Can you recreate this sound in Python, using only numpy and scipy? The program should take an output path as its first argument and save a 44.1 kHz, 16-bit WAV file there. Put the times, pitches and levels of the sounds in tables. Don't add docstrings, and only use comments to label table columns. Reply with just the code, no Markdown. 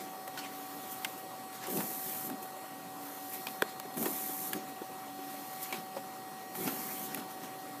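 import sys
import numpy as np
from scipy import signal
from scipy.fft import rfft, irfft, next_fast_len
from scipy.io import wavfile
from scipy.ndimage import uniform_filter1d, map_coordinates

SR = 44100
rng = np.random.default_rng(int(sys.argv[2]) if len(sys.argv) > 2 else 0)


def bounce(signal):
    frames = np.transpose(np.atleast_2d(signal))
    limited = np.clip(frames, -1, 1)
    pcm = np.round(limited * 32767).astype(np.int16)
    wavfile.write(sys.argv[1], SR, pcm)


N = 343980

# time in seconds, frequency in Hz, rms level in dB.
SUPPLY_WHINE = [(0, 14495, -63), (.6, 14505, -65), (1, 14510, -76), (3, 14515, -78), (6.4, 14300, -74),
                (7.8, 14525, -68)]
MOTOR_ORDERS = [4, 6, 8, 12, 20, 35, 40, 45, 50, 55, 60, 85, 95, 100, 105, 110, 115, 120, 125, 135, 140,
                145, 150, 155, 160]
ORDER_LEVELS_DB = [-66.5, -65.5, -49, -60, -62, -73.5, -74.5, -66.5, -87, -75.5, -77, -70, -76, -75, -72,
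                   -72, -70, -69.5, -69, -83, -74, -70, -70, -72, -73]
# start in seconds, end in seconds, rms level in dB.
ROLLER_HUMS = [(.45, .8, -54.5), (1.74, 2.0, -60), (2.815, 3.25, -54.5), (3.97, 4.453, -52.5),
               (5.05, 5.42, -54.5), (6.95, 7.25, -54.5), (7.601, 7.8, -57)]
# frequency in Hz, relative density in dB.
FAN_SPECTRUM = [(25, -34), (60, -15.5), (150, -7), (230, -6.5), (450, -5.5), (650, -4), (900, -4),
                (1350, -8.5), (1550, -14), (2200, -15.5), (3200, -18), (5000, -20.5), (8000, -21),
                (12500, -22.5), (14300, -41), (15400, -35)]
HISS_SPECTRUM = [(2650, -22.5), (4500, -18.5), (6550, -10), (8010, -9), (9020, -6), (10400, -6.5),
                 (12900, 1), (14700, -2), (15400, -9)]
RUSTLE_SPECTRUM = [(500, -25), (900, 0), (2000, -2), (4000, -6), (6500, -7), (9000, -12), (15400, -26)]
# centre in Hz, width in Hz, gain in dB.
CASING_MODES = [(144, 56, -3.5), (209, 62, 0.5), (289.5, 54, 0), (376, 66, -3.5), (680, 640, -12.5)]
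# bite, grip, hiss fade and release in seconds, then hiss, drag rustle,
# drag rumble, grip rustle, grip rumble and release rumble in dB.
SHEET_FEEDS = [(1.701, 1.794, 2.27, 2.3, -41.5, -56.5, -54, -45.5, -38, -44),
               (3.98, 4.057, 4.485, 4.57, -40.5, -54.5, -52.5, -47.5, -38.5, -42),
               (6.56, 6.673, 7.06, 7.2, -43.5, -51, -50.5, -45, -40.5, -49)]
# emergence, edge flick and drop in seconds, then hiss, flick, rustle in dB.
SHEET_EXITS = [(0.537, .92, 1.13, -52.5, -41, -56), (3.02, 3.338, 3.54, -50.5, -40.5, -58.5),
               (5.236, 5.629, 5.76, -52, -40.5, -56.5)]
# time in seconds, then rustle, hiss and rumble in dB.
STACK_CRINKLES = [(.01, -50.5, -52, -51), (.385, -49, -52, -64), (.45, -48, -60, -59),
                  (1.18, -60, -50, -66), (1.55, -50, -49, -66), (1.64, -45.5, -50, -50),
                  (2.43, -67, -48.5, -64), (2.57, -65, -54, -56), (3.34, -51, -60, -65),
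                  (3.49, -54, -55, -58), (3.69, -51, -54, -53), (4.57, -48, -62, -60),
                  (4.69, -56, -51, -58), (5.3, -52.5, -56, -58), (5.64, -49, -60, -60),
                  (5.75, -47, -55, -45), (5.97, -57, -64, -53), (7.31, -53, -50.5, -56),
                  (7.44, -49, -54, -47)]
# rustle, hiss and rumble in dB.
PAPER_FLOOR_DB = (-63, -59, -55.5)
# start in seconds, level in dB, pitch in Hz, T60 in seconds.
CASING_THUMPS = [(.277, -34.5, 543, 0.046), (1.681, -36.5, 371, 0.24), (1.726, -32, 259, 0.086),
                 (2.291, -35.5, 249, 0.2), (2.563, -35, 620, 0.046), (3.6250, -9.5, 425, 0.015),
                 (3.853, -33.5, 387, 0.044), (3.973, -29, 269, 0.082), (4.06, -28.5, 331, 0.13),
                 (4.294, -33.5, 298, 0.082), (4.551, -35, 307, 0.12), (4.817, -29, 334, 0.032),
                 (5.19, -34.5, 375, 0.043), (5.341, -34.5, 603, 0.037), (5.53, -39, 610, .04),
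                 (5.965, -31, 548, 0.11), (6.606, -39, 377, 0.12), (6.669, -31, 271, 0.19),
                 (7.18, -34.5, 244, 0.13)]
# start in seconds, ring peak in dB, knock and crackle in dB over the ring,
# pitch in Hz, T60 in seconds.
EDGE_SNAPS = [(0.277, -38, -11, 5, 1920, 0.035), (0.375, -32.5, -21, -5, 1467, 0.13),
              (.3894, -33, -16, -6, 4400, 0.067), (1.0466, -24, -13, 4, 3180, 0.0088),
              (1.0486, -24.5, -2, -3, 2120, 0.026), (1.5284, -48, -11, 8, 2480, .05),
              (1.6677, -43.5, 8, 13.5, 2970, 0.09), (1.703, -40, -4, 6, 1740, .04),
              (1.7719, -34.5, -6, 13, 2640, 0.023), (1.8044, -34, 2.5, -4, 1730, 0.053),
              (2.2989, -39.5, 6, 4, 1700, 0.033), (2.4264, -47, -3, 9, 2590, 0.035),
              (3.4686, -27, -3.5, 1, 2470, 0.035), (3.4853, -36, -6, -4, 2620, .03),
              (3.6196, -34, -8, -14, 3460, 0.0041), (3.6220, -12.5, -7, -7, 1570, 0.0063),
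              (3.7987, -41, 9.5, 12.5, 4410, 0.013), (3.941, -47, -5, 10, 3484, .02),
              (3.97, -43, 4, 13, 1830, 0.043), (4.026, -39, 4, 13, 2370, 0.033),
              (4.0562, -33, 4, 3, 1825, .07), (4.5316, -24.5, -11, 3, 1694, 0.034),
              (5.7252, -27, -3.5, -2, 2290, 0.045), (5.7416, -38, 0, -3, 2550, 0.049),
              (6.552, -40, 5.5, 5, 2360, 0.047), (6.6755, -31, 2.5, 3, 1360, 0.11),
              (7.146, -31, -6, 10, 1910, 0.022), (7.1727, -41.5, 4, 6, 1410, 0.062),
              (7.4344, -45, 4, 5, 1770, .04)]

STEP_HZ, FAN_DB = 94.69, -50.5
MAINS_HZ, MAINS_DB = 122.2, -69.5
FEED_S, EXIT_S, HUM_S = (0.055, 0.062), (0.54, 0.22), (0.41, 0.12)
JOLT_S, SHAKE_S, FLICK_S = (0.1, 0.15), (0.22, 0.21), (0.037, 0.097)


def amp(db):
    return 10 ** (np.asarray(db) / 20)


def unit_rms(x):
    return x / np.sqrt(np.mean(x ** 2) + 1e-20)


def unit_peak(x):
    return x / np.max(np.abs(x))


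def wobble(rate_hz):
    knots = rng.standard_normal(int(N * rate_hz / SR) + 4)
    grid = np.arange(0, N + 16, 16)
    return np.interp(np.arange(N), grid, map_coordinates(knots, [grid * rate_hz / SR]))


def swell(start_s, end_s, db, slopes_s):
    rise_s, fall_s = slopes_s
    t = np.arange(N) / SR
    outside = np.maximum((start_s - t) / rise_s, (t - end_s) / fall_s)
    return amp(2 * (db - 30 * np.maximum(0, outside)))


def filtered(x, response):
    size = next_fast_len(len(x) + 8192)
    return irfft(rfft(x, size) * response(np.fft.rfftfreq(size, 1 / SR)), size)[:len(x)]


def spectrum(points):
    knots_hz, db = np.transpose(points)
    return lambda hz: amp(np.interp(np.log(hz + 1), np.log(knots_hz + 1), db, left=-120, right=-120))


def modes(rows):
    return lambda hz: sum((-1) ** k * amp(db) * 1j * hz * width / (centre**2 - hz**2 + 1j * hz * width)
                          for k, (centre, width, db) in enumerate(rows))


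def rush(response, patchy_db, grain_db):
    grains = rng.standard_normal(N) * amp(grain_db * wobble(400))
    bins = signal.stft(grains, nperseg=512)[2]
    patches = uniform_filter1d(uniform_filter1d(rng.standard_normal(bins.shape), 6, 0), 8, 1)
    noise = signal.istft(bins * amp(patchy_db * unit_rms(patches)), nperseg=512)[1][:N]
    return unit_rms(filtered(noise, response))


def roughness(db, hard_db=-22.5):
    return amp(-0.75 * max(0, db - hard_db))


def room(x, t60_s=0.069, delay_samples=200):
    t = np.arange(SR // 3) / SR
    tail = filtered(rng.standard_normal(len(t)) * amp(-60 * t / t60_s), modes([(2500, 14000, 0)]))
    return signal.fftconvolve(np.pad(x, (delay_samples, 0)), tail / np.linalg.norm(tail))[:N]


def electrics():
    t = np.arange(N) / SR
    times_s, hz, db = np.transpose(SUPPLY_WHINE)
    whine_phase = 2 * np.pi * np.cumsum(np.interp(t, times_s, hz)) / SR
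    whine = amp(np.interp(t, times_s, db)) * np.sin(whine_phase)
    mains = amp(MAINS_DB + 2.6 * wobble(8)) * np.sin(2 * np.pi * MAINS_HZ * t)
    return np.sqrt(2) * (mains + whine)


def fan():
    return amp(FAN_DB) * rush(spectrum(FAN_SPECTRUM), patchy_db=2.5, grain_db=0.5)


def motor(rumble_db, idle_hum_db=-68):
    phase = 2 * np.pi * STEP_HZ * np.arange(N) / SR
    whine = np.zeros(N)
    for order, db in zip(MOTOR_ORDERS, ORDER_LEVELS_DB):
        waver_db = np.log10(order) * (0.8 * wobble(2) + 0.7 * wobble(9))
        whine += amp(db + waver_db) * np.sin(order * phase + rng.uniform(0, 2 * np.pi))
    drag_power = amp(2 * idle_hum_db) + sum(swell(*spell, HUM_S) for spell in ROLLER_HUMS)
    roller = np.sqrt(drag_power) * amp(2.8 * wobble(12)) * np.sin(3 * phase + 0.48 * wobble(15))
    casing = amp(rumble_db - 9 + 2.9 * wobble(20)) * np.sin(4 * phase)
    return np.sqrt(2) * (whine + roller + casing)


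def paper_levels_db(surge_lead_s=0.028):
    rustle, hiss, rumble = (np.full(N, amp(2 * db)) for db in PAPER_FLOOR_DB)
    for bite_s, grip_s, fade_s, release_s, *levels_db in SHEET_FEEDS:
        hiss_db, drag_rustle_db, drag_rumble_db, grip_rustle_db, grip_rumble_db, release_db = levels_db
        surge_s = grip_s - surge_lead_s
        hiss += swell(bite_s, fade_s, hiss_db, FEED_S)
        hiss += swell(surge_s, surge_s, hiss_db + 1, JOLT_S)
        hiss += swell(fade_s, release_s, hiss_db - 8.5, FEED_S)
        rustle += swell(bite_s, release_s, drag_rustle_db, FEED_S)
        rustle += swell(grip_s, grip_s, grip_rustle_db, JOLT_S)
        rumble += swell(bite_s, release_s, drag_rumble_db, FEED_S)
        rumble += swell(bite_s, grip_s, grip_rumble_db - 7.5, FEED_S)
        rumble += swell(grip_s, grip_s, grip_rumble_db, SHAKE_S)
        rumble += swell(release_s, release_s, release_db, SHAKE_S)
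    for emerge_s, flick_s, drop_s, hiss_db, flick_db, rustle_db in SHEET_EXITS:
        hiss += swell(emerge_s, flick_s, hiss_db - 1.5, JOLT_S)
        hiss += swell(flick_s, drop_s, hiss_db, EXIT_S)
        hiss += swell(flick_s, flick_s, flick_db, FLICK_S)
        rustle += swell(emerge_s, drop_s, rustle_db, JOLT_S)
    for at_s, rustle_db, hiss_db, rumble_db in STACK_CRINKLES:
        rustle += swell(at_s, at_s, rustle_db, JOLT_S)
        hiss += swell(at_s, at_s, hiss_db, FLICK_S)
        rumble += swell(at_s, at_s, rumble_db, SHAKE_S)
    return 10 * np.log10([rustle, hiss, rumble])


def sheets(rustle_db, hiss_db, rumble_db):
    flutter_db = wobble(14)
    hiss = amp(hiss_db + 0.3 * flutter_db) * rush(spectrum(HISS_SPECTRUM), patchy_db=0.5, grain_db=1.2)
    rustle = amp(rustle_db + flutter_db) * rush(spectrum(RUSTLE_SPECTRUM), patchy_db=3, grain_db=0.5)
    panels = lambda hz: modes(CASING_MODES)(hz) / (1 + (125 / (hz + 1)) ** 4 + (hz / 900) ** 2)
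    rumble = unit_rms(amp(2 * wobble(30)) * rush(panels, patchy_db=1, grain_db=0.2))
    return hiss + rustle + amp(rumble_db) * rumble


def thumps(attack_s=0.00099):
    out, t = np.zeros(N + SR), np.arange(SR // 4) / SR
    for start_s, db, hz, t60_s in CASING_THUMPS:
        rattle = unit_rms(filtered(rng.standard_normal(len(t)), modes([(1.32 * hz, 0.51 * hz, 0)])))
        ring = np.sin(2 * np.pi * hz * t) + 0.6 * roughness(db) * rattle
        envelope = amp(db - 2 - 60 * t / t60_s) * (1 - np.exp(-t / attack_s))
        out[round(start_s * SR):][:len(t)] += envelope * ring
    return out[:N]


def snaps(attack_s=0.00041):
    out, t = np.zeros(N + SR), np.arange(SR // 8) / SR
    treble = modes([(7500, 3100, -4), (13300, 4300, 0.5)])
    guides = modes([(905, 366, 0)])
    for start_s, db, knock_db, crackle_db, hz, t60_s in EDGE_SNAPS:
        noise = rng.standard_normal((3, len(t)))
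        envelope = amp(-60 * t / t60_s) * (1 - np.exp(-t / attack_s))
        rasp = unit_rms(filtered(noise[0], modes([(1.22 * hz, 0.66 * hz, 0), (5000, 4000, -12)])))
        ring = unit_peak(envelope * (0.73 * roughness(db) * rasp - np.sin(2 * np.pi * hz * t)))
        crackle = amp(crackle_db) * unit_peak(filtered(noise[1] * envelope ** 2, treble))
        knock = amp(knock_db) * unit_peak(filtered(noise[2] * envelope, guides))
        out[round(start_s * SR):][:len(t)] += amp(db) * (ring + crackle + knock)
    return out[:N]


def scene():
    hits = snaps() + thumps()
    rustle_db, hiss_db, rumble_db = paper_levels_db()
    machine = motor(rumble_db) + fan() + electrics()
    mono = machine + sheets(rustle_db, hiss_db, rumble_db) + hits + amp(-23) * room(hits)
    return np.array([mono, mono])


def record(dry, bass_hz=100, edge_hz=15330, limit_hz=16500):
    bass = lambda hz: 0.02 + 1 / (1 + (bass_hz / (hz + 1)) ** 3)
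    treble = lambda hz: np.where(hz < edge_hz, 1, amp(-30)) * (hz < limit_hz)
    return np.array([filtered(channel, lambda hz: bass(hz) * treble(hz)) for channel in dry])


dry = scene()
out = record(dry)
bounce(out)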